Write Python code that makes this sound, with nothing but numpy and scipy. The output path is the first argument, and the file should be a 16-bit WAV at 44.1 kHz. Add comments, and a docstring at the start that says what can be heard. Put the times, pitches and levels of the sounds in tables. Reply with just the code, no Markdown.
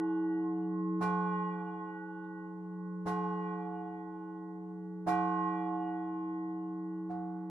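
"""A large bronze church bell, still ringing from an earlier blow, swings in the timber frame of its tower
over a faint steady rumble and hiss. At 1, 3 and 5 s the clapper lands, once a swing: each impact clanks,
thumps the frame and renews the partials. Between blows the drive ticks faintly, and the swing sweeps the
partials' radiation lobes past two close microphones, so they swell, sink and waver.
The swing runs down, and at 7 s a last, soft blow lands."""
import sys
import numpy as np
from scipy import signal
from scipy.fft import irfft, next_fast_len
from scipy.io import wavfile

SR = 44100
rng = np.random.default_rng(int(sys.argv[2]) if len(sys.argv) > 2 else 0)


def int16_out(signal):
    """Quantize to a 16-bit WAV file."""
    q = np.round(np.clip(np.atleast_2d(signal).T, -1, 1) * 32767)
    wavfile.write(sys.argv[1], SR, q.astype(np.int16))


N = 330736
T = np.arange(N) / SR
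HOP = 64  # samples between envelope points
SIDES = np.array([[.5], [-.5]])  # half of a difference goes to each channel


def undb(db):
    """Decibels to amplitude ratio."""
    return 10 ** (np.asarray(db) / 20)


def rise(age, seconds):
    """Raised-cosine onset from 0 to 1."""
    return np.sin(np.pi / 2 * np.clip(age / seconds, 0, 1)) ** 2


def decay(age, t60):
    """Exponential damping: 60 dB down after t60 seconds."""
    return np.exp(-np.log(1000) * np.maximum(age, 0) / t60)


def smooth(control):
    """Linear interpolation of envelope points to the sample rate."""
    ramp = np.arange(HOP, dtype=np.float32) / HOP
    control = control.astype(np.float32)
    lines = control[..., :-1, None] + np.diff(control)[..., None] * ramp
    return lines.reshape(*control.shape[:-1], -1)[..., :N]


def at_hz(table, hz):
    """Interpolation of a spectrum table's columns over log frequency."""
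    points, *columns = np.transpose(table)
    return [np.interp(np.log(hz), np.log(points), c) for c in columns]


def tone(hz, envelope):
    """Quadrature modulation: a complex rms envelope sets a sine's amplitude and phase."""
    phase = (2 * np.pi * (hz * T % 1)).astype(np.float32)
    peak = np.sqrt(2) * envelope
    return smooth(peak.real) * np.cos(phase) - smooth(peak.imag) * np.sin(phase)


def noise_band(hz, octaves, correlation, relief_db=0, mode_spacing_hz=14):
    """Random-phase stereo noise of rms 1; spectral relief lets single modes stand out."""
    size = next_fast_len(N, real=True)
    freqs = np.fft.rfftfreq(size, 1 / SR)
    inside = np.abs(np.log2((freqs + 1) / hz)) < 2 * octaves
    f = freqs[inside]
    modes = np.arange(0, SR / 2, mode_spacing_hz)
    relief = undb(relief_db * np.interp(f, modes, rng.standard_normal(len(modes))))
    shape = np.exp(-2 * (np.log2((f + 1) / hz) / octaves) ** 2) * relief
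    spectrum = np.zeros((2, len(freqs)), np.complex64)
    spectrum[:, inside] = shape * np.exp(2j * np.pi * rng.random((2, len(freqs)))[:, inside])
    mid, side = irfft(spectrum, size)[:, :N]
    mid, side = mid * (1 + correlation) ** .5, side * (1 - correlation) ** .5
    pair = np.array([mid + side, mid - side])
    return pair / pair.std()


# Spectrum of the steady background noise: frequency_hz, density_db_per_hz
BACKGROUND_SPECTRUM = [(25, -99), (55, -105), (110, -101), (380, -99), (700, -114), (1500, -118),
                       (3000, -130), (6000, -130), (12000, -133)]


def background_noise(t, wander_db=3.0, wide_hz=500):
    """Broadband noise in octave bands: a slowly modulated low rumble under an even low-mid hiss."""
    out = 0
    knots_s = np.arange(0, t[-1] + 1, .2)
    for hz in 25 * 2.0 ** np.arange(10):
        drift = np.interp(t, knots_s, rng.standard_normal(len(knots_s)))
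        lowness = 1 / (1 + hz / wide_hz)
        density_db = at_hz(BACKGROUND_SPECTRUM, hz)[0] + wander_db * lowness * drift
        gain = undb(density_db) * np.sqrt(hz / np.sqrt(2))
        out += noise_band(hz, octaves=1, correlation=.7 * lowness) * smooth(gain)
    return out


# Ticks of the drive: start_s, level_db
DRIVE_TICKS = [(.128, -80), (1.25, -80), (2.24, -81), (3.36, -82), (4.368, -88), (6.508, -84)]


def drive_ticks(t, hz=3450, octaves=.28, t60=.18, build_s=.003):
    """Reverberation in the chamber smears small metallic clicks into decaying noise."""
    envelope = sum(undb(db) * rise(t - s, build_s) * decay(t - s, t60) for s, db in DRIVE_TICKS)
    return smooth(envelope) * noise_band(hz, octaves, correlation=0, relief_db=5)


# Clapper blows; the first only rings on: start_s, strength_db, clank_brightness_db_per_octave,
# clank_build_s, prime_db, tierce_db, nominal_db, upper_octave_db
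# A blow meets those four partials with or against their motion, and feeds or checks them.
CLAPPER_BLOWS = [(-1.0, 1.5, 0, .025, 0.8, 5.7, 1.2, 1.8), (1.000, -1.5, .4, .028, -10.5, 3.3, -13.8, 7.6),
                 (3.051, -3, .8, .03, -7.4, 5.3, -3.2, 3.5), (5.061, 0, .8, .026, 0, 0, 0, 0),
                 (7.090, -15, -1.7, .018, -1.3, -3.8, 1, 2.8)]
# Spectrum of clank and thump: frequency_hz, density_db_per_hz, t60_s, tail_db, tail_t60_s
IMPACT_SPECTRUM = [(30, -86, .6, -18, 1.5), (60, -92, .7, -10, 1.5), (85, -69.5, .55, -16, 1.4),
                   (120, -72, .45, -20, 1.2), (300, -69, .3, -20, 2.0), (750, -68, .3, -20, 2.0),
                   (1400, -76.5, .28, -17, 2.3), (2600, -89.5, .27, -16, 2.1),
                   (5500, -92, .24, -16.5, 1.55), (8500, -98.5, .22, -19, 1.0), (12000, -101, .2, -26, .5)]


def clank_and_thump(t, low_build_s=.006, bright_hz=2500, wide_hz=1500, thump_hz=120, gain_db=-.2):
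    """Impact of iron on bronze excites crowded modes; the treble swells as it fills the chamber."""
    out = 0
    for hz in 30 * 2 ** np.arange(0, 9, .5):
        db, t60, tail_db, tail_t60 = at_hz(IMPACT_SPECTRUM, hz)
        follow = .4 if hz < thump_hz else 1  # the frame depends less on the blow than the bronze does
        treble_octaves = max(np.log2(hz / 500), 0)
        burst = tail = 0
        for start_s, strength_db, brightness, clank_build_s, *_ in CLAPPER_BLOWS:
            build_s = low_build_s + clank_build_s * min(hz / bright_hz, 1)
            onset = undb(follow * strength_db + brightness * treble_octaves) * rise(t - start_s, build_s)
            age = t - start_s - build_s
            burst += onset * decay(age, t60)
            tail += onset * undb(tail_db) * decay(age, tail_t60)
        correlation = .95 / (1 + (hz / wide_hz) ** 2)
        gain = undb(db + gain_db) * np.sqrt(hz / 3)
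        out += noise_band(hz, .5, correlation, relief_db=4.5) * smooth(gain * burst)
        out += noise_band(hz, .5, correlation, relief_db=6) * smooth(gain * tail)
    return out


def tilt(t, widest_deg=14, widest_s=1.18, fade_s=3.7, period_s=2.0972, turn_s=1.1628):
    """Pendulum motion: the bell's angle in degrees, driven up to its widest swing, then running down."""
    reach_deg = widest_deg * np.exp(-np.abs(t - widest_s) / fade_s)
    return reach_deg * np.cos(2 * np.pi * (t - turn_s) / period_s)


def reflections(hz, t, metres_per_deg, count=12):
    """Multipath interference: the swing lengthens some paths off beams and walls and shortens others."""
    wavelength_m = 343 / hz
    stretch_m = metres_per_deg * rng.standard_normal((count, 1)) * tilt(t)
    cycles = stretch_m / wavelength_m + rng.random((2, count, 1))
    return np.exp(2j * np.pi * cycles).sum(axis=1) / np.sqrt(count)


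# Weaker modes of the bronze: pitch_hz, level_db (at full strength), t60_s
WEAK_MODES = [(522.4, -60, 14), (838.3, -51, 5), (841, -56, 4), (884, -63, 4), (1244.5, -56, 2),
              (1303, -70, 5), (1324, -68, 4), (1367.5, -61, 3.5), (1481, -58, 4), (1522, -56, 2.4),
              (1572, -71, 2.3), (1599, -68, 1.8), (1801, -69, 2.4), (2032, -70, 2.6), (2116, -70, 2.4),
              (2552, -85, 2), (3160, -85, 1.5), (3704, -82, 1.4), (3849, -81, 1.2), (3930, -77, 1.2),
              (4258, -85, 1.6), (4490, -81, 1.3), (10600, -66, .25)]


def overtones(t, build_s=.03, gain_db=-3.5, pan_db=-2.5):
    """Superposition: each blow adds damped vibrations, heard directly and by way of the walls."""
    out = 0
    for hz, db, t60 in WEAK_MODES:
        ring = 0
        for start_s, strength_db, *_ in CLAPPER_BLOWS:
            envelope = undb(db + strength_db) * rise(t - start_s, build_s) * decay(t - start_s, t60)
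            ring += envelope * np.exp(2j * np.pi * rng.random())
        out += tone(hz, ring * (1 + reflections(hz, t, metres_per_deg=.03)))
    return out * undb(gain_db + pan_db * SIDES)


def stereo(pan_db, lead_rad):
    """Level and phase differences, left minus right, as two complex gains."""
    return undb(pan_db * SIDES) * np.exp(1j * lead_rad * SIDES)


# Level of the superquint partial, one curve for each of the four strong blows: time_s, level_db
SUPERQUINT_CURVES = [
    [(0.02, -54), (0.292, -61), (0.334, -81), (0.48, -50), (0.67, -65), (0.802, -50), (0.96, -52)],
    [(1.05, -38), (1.502, -44), (1.574, -58), (1.83, -47), (2.004, -70), (2.212, -62), (3.01, -62)],
    [(3.1, -43), (3.542, -49), (3.644, -65), (3.708, -57), (4.714, -63), (4.822, -81), (5.02, -81)],
    [(5.11, -45), (5.48, -40), (5.63, -56), (5.73, -46), (5.95, -58), (6.19, -47), (7.48, -71)],
]


def superquint(t, hz=1075.2, gain_db=2.2, echo_db=-11, build_s=.03):
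    """Amplitude modulation by set curves: a surge after each blow and again as the mouth swings back."""
    level = 0
    for (start_s, *_), curve in zip(CLAPPER_BLOWS, SUPERQUINT_CURVES):
        target = undb(gain_db + np.interp(t, *np.transpose(curve)))
        level += (target - level) * rise(t - start_s, build_s)
    echoes = undb(echo_db) * reflections(hz, t, metres_per_deg=.05)
    return tone(hz, level * (1 + echoes) * stereo(pan_db=-5.6, lead_rad=-.8))


def lobes(t, hz, null_deg, depth, microphones_apart_deg=1.0):
    """Directivity: lobes turn with the bell, sweeping nulls past one microphone and then the other."""
    spacing_deg = 14.4 * (1000 / hz) ** .8  # lobes narrow nearly in step with the wavelength
    off_null_deg = tilt(t) + microphones_apart_deg * SIDES - null_deg
    return 1 - depth * np.exp(2j * np.pi * off_null_deg / spacing_deg)


def ringing(t, hz, db, t60, beat_hz, twin, colours_db, period_s=2.0972, earlier_db=5):
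    """Repeated excitation: each blow adds energy to a mode and shifts its phase; a twin mode beats."""
    build_s = .018 * (1 + (hz / 1500) ** 2)  # high partials need longer to fill the chamber
    contact = (hz / 800) ** .6  # a softer blow stays longer in contact, so high partials lose more
    fed = [undb(db + strength_db * contact) ** 2 for _, strength_db, *_ in CLAPPER_BLOWS]
    kept = decay(period_s, t60) ** 2  # share of the energy that outlasts one swing
    energy = fed[0] * undb(earlier_db) ** 2 / (1 - kept)  # earlier, harder blows still ring
    phase = ring = 0
    for (start_s, *_), fresh, colour_db in zip(CLAPPER_BLOWS, fed, colours_db):
        age = t - start_s
        energy = kept * energy + fresh
        phase += np.pi * rng.uniform(-.5, .5) * fresh / energy
        struck = np.sqrt(energy) * undb(colour_db) * decay(age, t60) * np.exp(1j * phase)
        beating = 1 + twin * np.exp(2j * np.pi * beat_hz * age)
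        ring += (struck * beating - ring) * rise(age, build_s)
    return ring


# Main partials of the bell, hum first: pitch_hz, level_db (at full strength), t60_s, beat_hz,
# twin_ratio, pan_db, left_lead_rad, null_tilt_deg, null_depth_ratio
MAIN_MODES = [(179.9, -43.8, 36, .54, .19, -.8, -.29, -9, .49),
              (323.6, -37.5, 28, 1.53, .06, -.8, -.07, 5.35, .17),
              (426.1, -48.3, 13.6, .42, .39, .3, .68, -.55, .11),
              (719.2, -35.8, 3.47, 1.28, .44, -4.5, .64, 8.4, .62),
              (852.7, -39, 5.4, -14.4, .27, -4, -.4, 8.7, .09),
              (1119.3, -50, 5.4, -.47, .26, -2.5, -.92, -4.1, .33),
              (1476.0, -53.8, 7, -.87, .3, -3.4, .62, -3.7, .36),
              (1917.5, -53.2, 5.1, -2.17, .34, 1.2, 1.3, 2.8, .1),
              (2381.0, -55.5, 2.1, -1.79, .27, -3.8, 1.4, 1.8, .47),
              (2860.0, -63.3, 3.2, 2.46, .22, -.8, 1.04, -2.2, .1),
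              (3347.0, -69.8, 2.9, -1.68, .17, -2.3, 1.06, 1.8, .16)]


def partials(t, echo_db=-12.5, scatter_db_per_octave=8):
    """Modal radiation: the main modes sound through their lobes; higher ones scatter more off timbers."""
    coloured_rows = (1, 2, 3, 6)  # prime, tierce, nominal, upper octave
    colours_by_row = dict(zip(coloured_rows, np.transpose(CLAPPER_BLOWS)[4:]))
    out = 0
    for row, (hz, db, t60, beat_hz, twin, pan_db, lead_rad, null_deg, depth) in enumerate(MAIN_MODES):
        colours_db = colours_by_row.get(row, np.zeros(len(CLAPPER_BLOWS)))
        ring = ringing(t, hz, db, t60, beat_hz, twin, colours_db)
        direct = lobes(t, hz, null_deg, depth)
        scatter = undb(echo_db + scatter_db_per_octave * np.log2(hz / 1000))
        echoes = scatter * reflections(hz, t, metres_per_deg=.04)
        out += tone(hz, ring * (direct + echoes) * stereo(pan_db, lead_rad))
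    return out


def scene():
    """Linear superposition of the bell, its drive and the steady background noise."""
    t = np.arange(0, N + 2 * HOP, HOP) / SR
    bell = partials(t) + superquint(t) + overtones(t) + clank_and_thump(t)
    return bell + drive_ticks(t) + background_noise(t)


def record(dry, cutoff_hz=12500):
    """Band limiting: a steep low-pass filter cuts the highest treble."""
    return signal.sosfilt(signal.ellip(8, .2, 70, cutoff_hz, fs=SR, output="sos"), dry)


dry = scene()
out = record(dry)
int16_out(out)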